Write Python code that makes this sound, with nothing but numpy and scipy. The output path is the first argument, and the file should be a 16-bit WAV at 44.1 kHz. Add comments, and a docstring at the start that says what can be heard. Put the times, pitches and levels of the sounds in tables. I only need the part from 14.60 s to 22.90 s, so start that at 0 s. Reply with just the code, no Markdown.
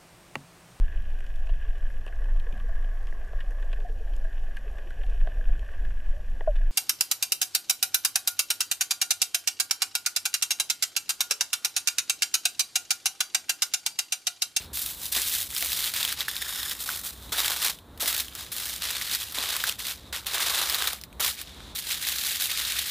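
"""Hands fold and press a sheet of aluminium foil on a wooden board, outdoors, close to a small microphone,
over a low rumble of wind and fire that runs throughout.
Creases buckle in flurries of tiny cracks, made of random clicks filtered to the spectrum of foil.
Larger dents snap with a short ring, made of decaying sines and noise; fingertips thud on the board.
The rumble is noise filtered to its own spectrum."""
import sys
import numpy as np
from scipy import signal
from scipy.fft import rfft, irfft
from scipy.io import wavfile
from scipy.ndimage import uniform_filter1d

SR = 44100
rng = np.random.default_rng(int(sys.argv[2]) if len(sys.argv) > 2 else 0)


def wav_out(sig):
    """Save sig, one row per channel (or a flat mono array), as 16-bit PCM at SR to the path in sys.argv[1]."""
    wavfile.write(sys.argv[1], SR, np.round(np.clip(np.atleast_2d(sig).T, -1, 1) * 32767).astype(np.int16))


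def volts(x):
    """Linear amplitude factor 10**(x/20) for a level x in dB, scalar or array-like."""
    e = np.asarray(x, float) / 20
    return 10 ** e


N = 366030  # samples, 8.3 s


def rms_one(x):
    """Normalisation: scales a signal to unit mean power."""
    return x / np.sqrt(np.mean(x ** 2) + 1e-20)


def in_time(rows):
    """Linear interpolation: turns table columns into one value per sample."""
    s, *columns = np.transpose(rows)
    return [np.interp(np.arange(N) / SR, s, c) for c in columns]


def colour(x, spectrum):
    """Causality: a minimum-phase filter with this spectrum lets nothing sound before its cause."""
    hz, db = np.transpose(spectrum)
    grid = np.arange(1, 4098) * SR / 8194
    log_magnitude = np.interp(np.log(grid), np.log(hz), db) * np.log(10) / 20
    # folding the cepstrum onto positive times gives minimum phase
    cepstrum = irfft(log_magnitude)
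    cepstrum[1:4096] *= 2
    cepstrum[4097:] = 0
    impulse_response = irfft(np.exp(rfft(cepstrum)))
    return signal.fftconvolve(x, impulse_response)[:N]


def cut(x, hz, kind):
    """Maximally flat passband: second-order Butterworth filter."""
    return signal.sosfilt(signal.butter(2, hz, kind, fs=SR, output="sos"), x)


def chance(per_s, spread_db):
    """Poisson-like process: clicks at random moments, a few much larger than most."""
    sizes = volts(spread_db * np.minimum(rng.exponential(1, N), 4))
    return sizes * (rng.random(N) < per_s / SR)


def dying(x, seconds):
    """Exponential decay: every click leaves a tail with this time constant."""
    return signal.lfilter([1], [1, -np.exp(-1 / (seconds * SR))], x + 1e-18)


def ring(clicks, hz, cycles):
    """Damped resonance: a click sets a patch of foil ringing, 60 dB down after these cycles."""
    r, w = volts(-60 * hz / (cycles * SR)), 2 * np.pi * hz / SR
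    return signal.lfilter([0, np.sin(w)], [1, -2 * r * np.cos(w), r * r], clicks + 1e-18)


def bursts(rows, cycles, rise_s):
    """Impulse response of a mode: each row rings briefly at its own pitch; also gives the bare ticks."""
    out, ticks, t = np.zeros(N), np.zeros(N), np.arange(round(.05 * SR)) / SR
    for s, db, hz in rows:
        at = round(s * SR)
        ticks[at] = volts(db)
        decay = volts(-60 * t * hz / cycles)
        ping = np.sin(2 * np.pi * hz * t) * decay * (1 - np.exp(-t / rise_s))
        out[at:at + len(t)] += volts(db) * ping[:N - at]
    return out, ticks


# spectral density of wind and fire: (frequency [Hz], relative level per Hz [dB])
AIR_SPECTRUM = [(18, -34), (30, -24), (64, 3.5), (112, -8.5), (311, -13), (404, -16.5), (499, -18),
                (801, -20), (913, -19.5), (1220, -22.5), (3980, -43), (16000, -105)]


def open_air():
    """Broadband noise: rumble and faint hiss of wind and fire, filtered from white noise."""
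    return volts(-49) * rms_one(colour(rng.standard_normal(N), AIR_SPECTRUM))


# fingertips push the sheet onto the board: (time [s], relative level [dB], thud pitch [Hz])
PRESS_EVENTS = [(0.565, -34.5, 640), (1.022, -41, 700), (2.721, -42.5, 950), (3.427, -34.5, 530),
                (4.78, -36.5, 620), (6.597, -41, 614)]


def presses():
    """Impact excitation: a dull thud of the board with a low rustle dying after it."""
    thuds, ticks = bursts(PRESS_EVENTS, cycles=23.0, rise_s=0.0018)
    rustle = rms_one(cut(rng.standard_normal(N), [220, 1100], "band"))
    return volts(7) * thuds + volts(2.0) * dying(ticks, 0.022) * rustle


# spectral density of foil: (frequency [Hz], relative level per Hz [dB])
FOIL_SPECTRUM = [(180, -56), (300, -8.5), (593, -9.5), (1640, -1), (2480, -3), (3640, -2), (6200, -6),
                 (14000, -1), (15200, -0.5), (16000, -47)]


def foil_colour(x):
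    """Radiation spectrum: gives any excitation the colour of foil."""
    return colour(x, FOIL_SPECTRUM)


# dents that snap through: (time [s], relative level [dB], ring pitch [Hz])
SNAP_EVENTS = [(0.0449, -37, 5200), (0.1724, -14.5, 12190), (0.9644, -12, 5030), (1.0251, -10.5, 5800),
               (1.0594, -13, 12360), (1.2422, -14, 4170), (1.3385, -13, 4400), (1.3623, -13, 12750),
               (1.4291, -12, 3600), (1.4504, -10.5, 3100), (1.525, -10.5, 10950), (1.6067, -13, 3800),
               (1.6827, -13.5, 1730), (1.7653, -16, 4060), (1.8232, -20.5, 1830), (2.0309, -17, 4160),
               (2.1125, -16, 3200), (2.2906, -15.5, 1480), (2.7693, -18, 3650), (2.8461, -12.5, 3150),
               (3.0995, -18, 5190), (3.1878, -35, 3140), (3.3761, -36, 11570), (3.6829, -25, 3230),
               (3.7518, -21, 6470), (3.8233, -39, 3980), (4.0765, -37, 4360), (4.4135, -20, 1940),
               (4.5491, -8.5, 4670), (4.723, -24, 12350), (4.7857, -14, 3560), (4.9656, -11, 12140),
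               (5.0393, -12.5, 1550), (5.6678, -12, 11400), (5.8032, -18, 3700), (6.098, -9, 5140),
               (6.1452, -7.5, 4100), (6.2733, -8, 3930), (6.386, -36, 2310), (6.4134, -27, 5330),
               (6.4371, -25, 5450), (6.528, -42, 2500), (6.815, -19.5, 10970), (7.1611, -21, 3620),
               (7.4802, -31, 3200), (8.1921, -27, 3330), (8.2857, -20, 5740)]


def snaps():
    """Snap-through instability: a bright crack, a ring of the dent and a spray of smaller cracks."""
    rings, ticks = bursts(SNAP_EVENTS, cycles=16, rise_s=.00015)
    crack = volts(-9) * dying(ticks, .0009)
    spray = volts(-14.0) * dying(ticks, 0.0091)
    foil_noise = rms_one(foil_colour(rng.standard_normal(N)))
    snap = volts(4.6) * rings + (crack + spray) * foil_noise
    return cut(snap, 1000, "high")  # small dents carry no bass


# flexing of broad panels: (time [s], level [dB re crackle])
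PANEL_LEVELS = [(0, -12), (.39, -3.5), (.55, -12), (1.3, -12), (1.68, -8), (2.38, -2), (2.75, -3),
                (3.44, -7), (4.25, -8.5), (4.6, -12), (4.8, -4.5), (5.29, -8.5), (5.53, -4.5), (6.61, -3.5),
                (6.82, -16), (7.0, -1), (7.2, -13.5), (8.3, -15)]
# each fold, press or slide of the hands:
# (start [s], rise [s], hold [s], relative crackle level [dB], crispness [dB re crackle])
FOLD_EVENTS = [(0, 0.00065, 0.019, -46, -4), (0.131, 0.014, 0.17, -42, 12), (0.367, 0.09, 0.0091, -41, 8.5),
               (0.517, .005, 0.29, -33, 7), (0.53, 0.027, .01, -29.5, -3), (0.89, 0.083, 0.087, -36, 7),
               (1.054, 0.026, .11, -31.5, 2), (1.213, 0.059, 0.013, -29, 1),
               (1.334, 0.004, .17, -30.5, -2.5), (1.562, 0.044, .01, -29.5, -7),
               (1.678, 0.0045, 0.21, -36, -0.5), (1.861, 0.027, 0.23, -35.5, 2),
               (2.143, .01, 0.031, -45, 4), (2.191, 0.019, 0.0044, -39, 11), (2.257, .003, 0.081, -35.5, 4),
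               (2.347, 0.012, 0.034, -46, 13), (2.433, .003, 0.039, -40.5, 8.5),
               (2.495, 0.018, 0.24, -56.5, 2), (2.72, 0.0026, 0.21, -29, -1),
               (2.933, 0.085, 0.058, -28.5, 0.1), (3.398, 0.0085, 0.2, -31, 2.5),
               (3.67, 0.12, 0.035, -40, -2.5), (3.82, .01, 0.078, -51.5, -7), (3.917, .002, 0.0045, -35, 8),
               (3.934, 0.051, 0.17, -36.5, 2.5), (4.198, 0.035, 0.18, -30.5, -5),
               (4.436, 0.1, 0.0043, -27, -0.7), (4.584, 0.021, 0.015, -31.5, 0.5),
               (4.657, .01, 0.059, -45.5, 0), (4.743, .005, 0.26, -30, -4.5),
               (5.022, 0.058, 0.008, -27.5, -3), (5.184, 0.005, 0.013, -33.5, 0),
               (5.207, 0.059, 0.046, -34.5, -1.5), (5.36, .02, 0.1, -55.5, -11),
               (5.526, 0.003, .03, -30.5, -5.5), (5.659, 0.0037, 0.04, -33.5, -6),
               (5.698, .04, 0.54, -28, -4.5), (6.295, .01, 0.029, -37, -0.5),
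               (6.597, 0.0065, 0.084, -27.5, 1), (6.762, 0.032, 0.0046, -34.5, -7),
               (6.837, 0.009, 0.27, -53, -17), (7.15, 0.0058, 0.035, -38, 7.5),
               (7.187, 0.13, 0.027, -29.5, -3), (7.366, 0.07, .33, -31, -0.5),
               (7.78, 0.024, 0.087, -32.5, 1), (7.881, 0.022, 0.32, -28, -4), (8.257, 0.05, .1, -28.5, 0)]


def folds():
    """Power addition: every fold climbs, holds while slackening and lets go; crispness is power-weighted."""
    climb_db, sag_db_per_s, release_db_per_s = 13.5, 4, 271
    rest_db, rest_crisp_db, rest_panel_db = -69.5, 0.5, -25  # the sheet settling between folds
    t, rest = np.arange(N) / SR, volts(rest_db) ** 2
    power, crisp = np.full(N, rest), np.full(N, rest * rest_crisp_db)
    for s, rise, hold, db, crisp_db in FOLD_EVENTS:
        rise, hold = max(rise, 1 / SR), max(hold, 0)
        on = slice(round(s * SR), round((s + rise + hold + .3) * SR))
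        u = t[on] - s
        missing_db = climb_db * np.clip(1 - u / rise, 0, 1)
        sag_db = sag_db_per_s * np.clip(u - rise, 0, hold)
        release_db = release_db_per_s * np.clip(u - rise - hold, 0, None)
        own = volts(db - missing_db - sag_db - release_db) ** 2
        power[on] += own
        crisp[on] += own * crisp_db
    panel_db = rest_panel_db + (in_time(PANEL_LEVELS)[0] - rest_panel_db) * (1 - rest / power)
    return 10 * np.log10(power), panel_db, crisp / power


# band of skin sliding on smooth foil: (lower edge [Hz], upper edge [Hz])
RUB_BAND = [3200, 4330]


def crackle(crisp_db, level_db):
    """Cascading buckling: flurries start abruptly and die; without crispness or force only rub is left."""
    slow = rms_one(dying(chance(70, 3.0), .007))
    fast = rms_one(dying(chance(110, 4.5), .0012))
    flurry = 1.05 + 0.67 * slow + 0.59 * fast
    cracks = rms_one(chance(9000, 0.74) * rng.choice([-1, 1], N))
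    # lone patches pop, each at one of 24 pitches
    knocks = chance(550, 3.0) * rng.choice([-1, 1], N)
    patch = rng.integers(0, 24, N)
    pops = np.zeros(N)
    for k, hz in enumerate(np.geomspace(1100, 9000, 24)):
        pops += ring(knocks * (patch == k), hz, 20) * hz ** .4
    excitation = rms_one(flurry * cracks) + volts(-12.0) * rms_one(pops)
    buckling = rms_one(foil_colour(excitation))
    hiss = foil_colour(rng.standard_normal(N))
    rub = rms_one(hiss + 1.1 * cut(hiss, RUB_BAND, "band"))
    crisp_enough = np.clip((crisp_db + 19) / 5, 0, 1)
    buckle_db = -62  # gentler handling than this buckles nothing
    strong_enough = np.clip((level_db - buckle_db) / 11.8, 0, 1)
    share = crisp_enough * strong_enough
    return np.sqrt(share) * buckling + np.sqrt(1 - share) * rub


# the fold forms a tube for a while: (time [s], echo share [0-1])
TUBE_SHARE = [(1.66, 0), (1.69, .8), (2.1, .8), (2.2, 0)]


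def tube_echo(foil):
    """Comb resonance: repeated echoes in the tube hum near multiples of its pitch."""
    lag = round(SR / 1850)  # one period of the pitch in Hz
    hum = signal.lfilter([1], [1] + [0] * (lag - 1) + [-.45], foil) - foil
    return in_time(TUBE_SHARE)[0] * cut(hum, 7500, "low")


def handling():
    """Size and pitch: broad panels give the lows, fine creases the highs; the tube adds its echo."""
    panel_hz, crisp_hz = 1810, 5640  # band limits
    level_db, panel_db, crisp_db = folds()
    foil = crackle(crisp_db, level_db)
    low = cut(foil, panel_hz, "low")
    low = cut(cut(low, 358, "high"), 358, "high")
    middle = cut(cut(foil, panel_hz, "high"), crisp_hz, "low")
    high = cut(foil, crisp_hz, "high")
    # the treble is inverted to meet the middle band in phase
    bands = rms_one(middle) + volts(panel_db) * rms_one(low) - volts(crisp_db) * rms_one(high)
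    foil = volts(level_db) * bands
    return foil + tube_echo(foil)


def scene():
    """Stereo image: nearly the same in both ears, with a faint side part whose width flickers open at random
    moments."""
    mid = handling() + snaps() + presses() + open_air()
    side_filter = rng.standard_normal(400) * np.exp(-np.arange(400) / 350.0)
    random_steps = np.repeat(rng.random(N // 1500 + 1) < .2, 1500)[:N]
    width = volts(-28.0) + volts(-16.0) * uniform_filter1d(random_steps * 1., size=500)
    side = width * signal.fftconvolve(mid, side_filter / np.linalg.norm(side_filter))[:N]
    return np.array([mid + side, mid - side])


def microphone_port(x):
    """Cavity resonance: the port of the microphone lifts the presence range."""
    port_hz, width_hz, lift_db = 3720, 800, 3.5
    r, w = np.exp(-np.pi * width_hz / SR), 2 * np.pi * port_hz / SR
    port = signal.lfilter([(1 - r * r) / 2, 0, (r * r - 1) / 2], [1, -2 * r * np.cos(w), r * r], x)
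    return x + (volts(lift_db) - 1) * port


def gain_control(x):
    """Compression: gain drops fast when the foil is loud and creeps back in pauses, lifting the rumble."""
    power = dying(np.mean(x, axis=0) ** 2, .008) / (.008 * SR)
    level_db = 10 * np.log10(power + 1e-9)
    fall_db = 90 * np.arange(N) / SR  # the held level falls 90 dB per second
    held_db = np.maximum.accumulate(level_db + fall_db) - fall_db
    return x * volts(-.33 * (np.clip(held_db, -52, -30) + 31.0))


def low_pass(x):
    """Removes everything above the highest recorded frequency."""
    return signal.sosfilt(signal.butter(12, 16640, fs=SR, output="sos"), x)


def record(dry):
    """Transduction and saturation: port resonance, bass cut and gain control, then peaks are rounded."""
    heard = gain_control(cut(microphone_port(dry), 37, "high"))
    rounded = 0.38 * np.tanh(heard / 0.5)
    return low_pass(rounded)


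dry = scene()
out = record(dry)
wav_out(out)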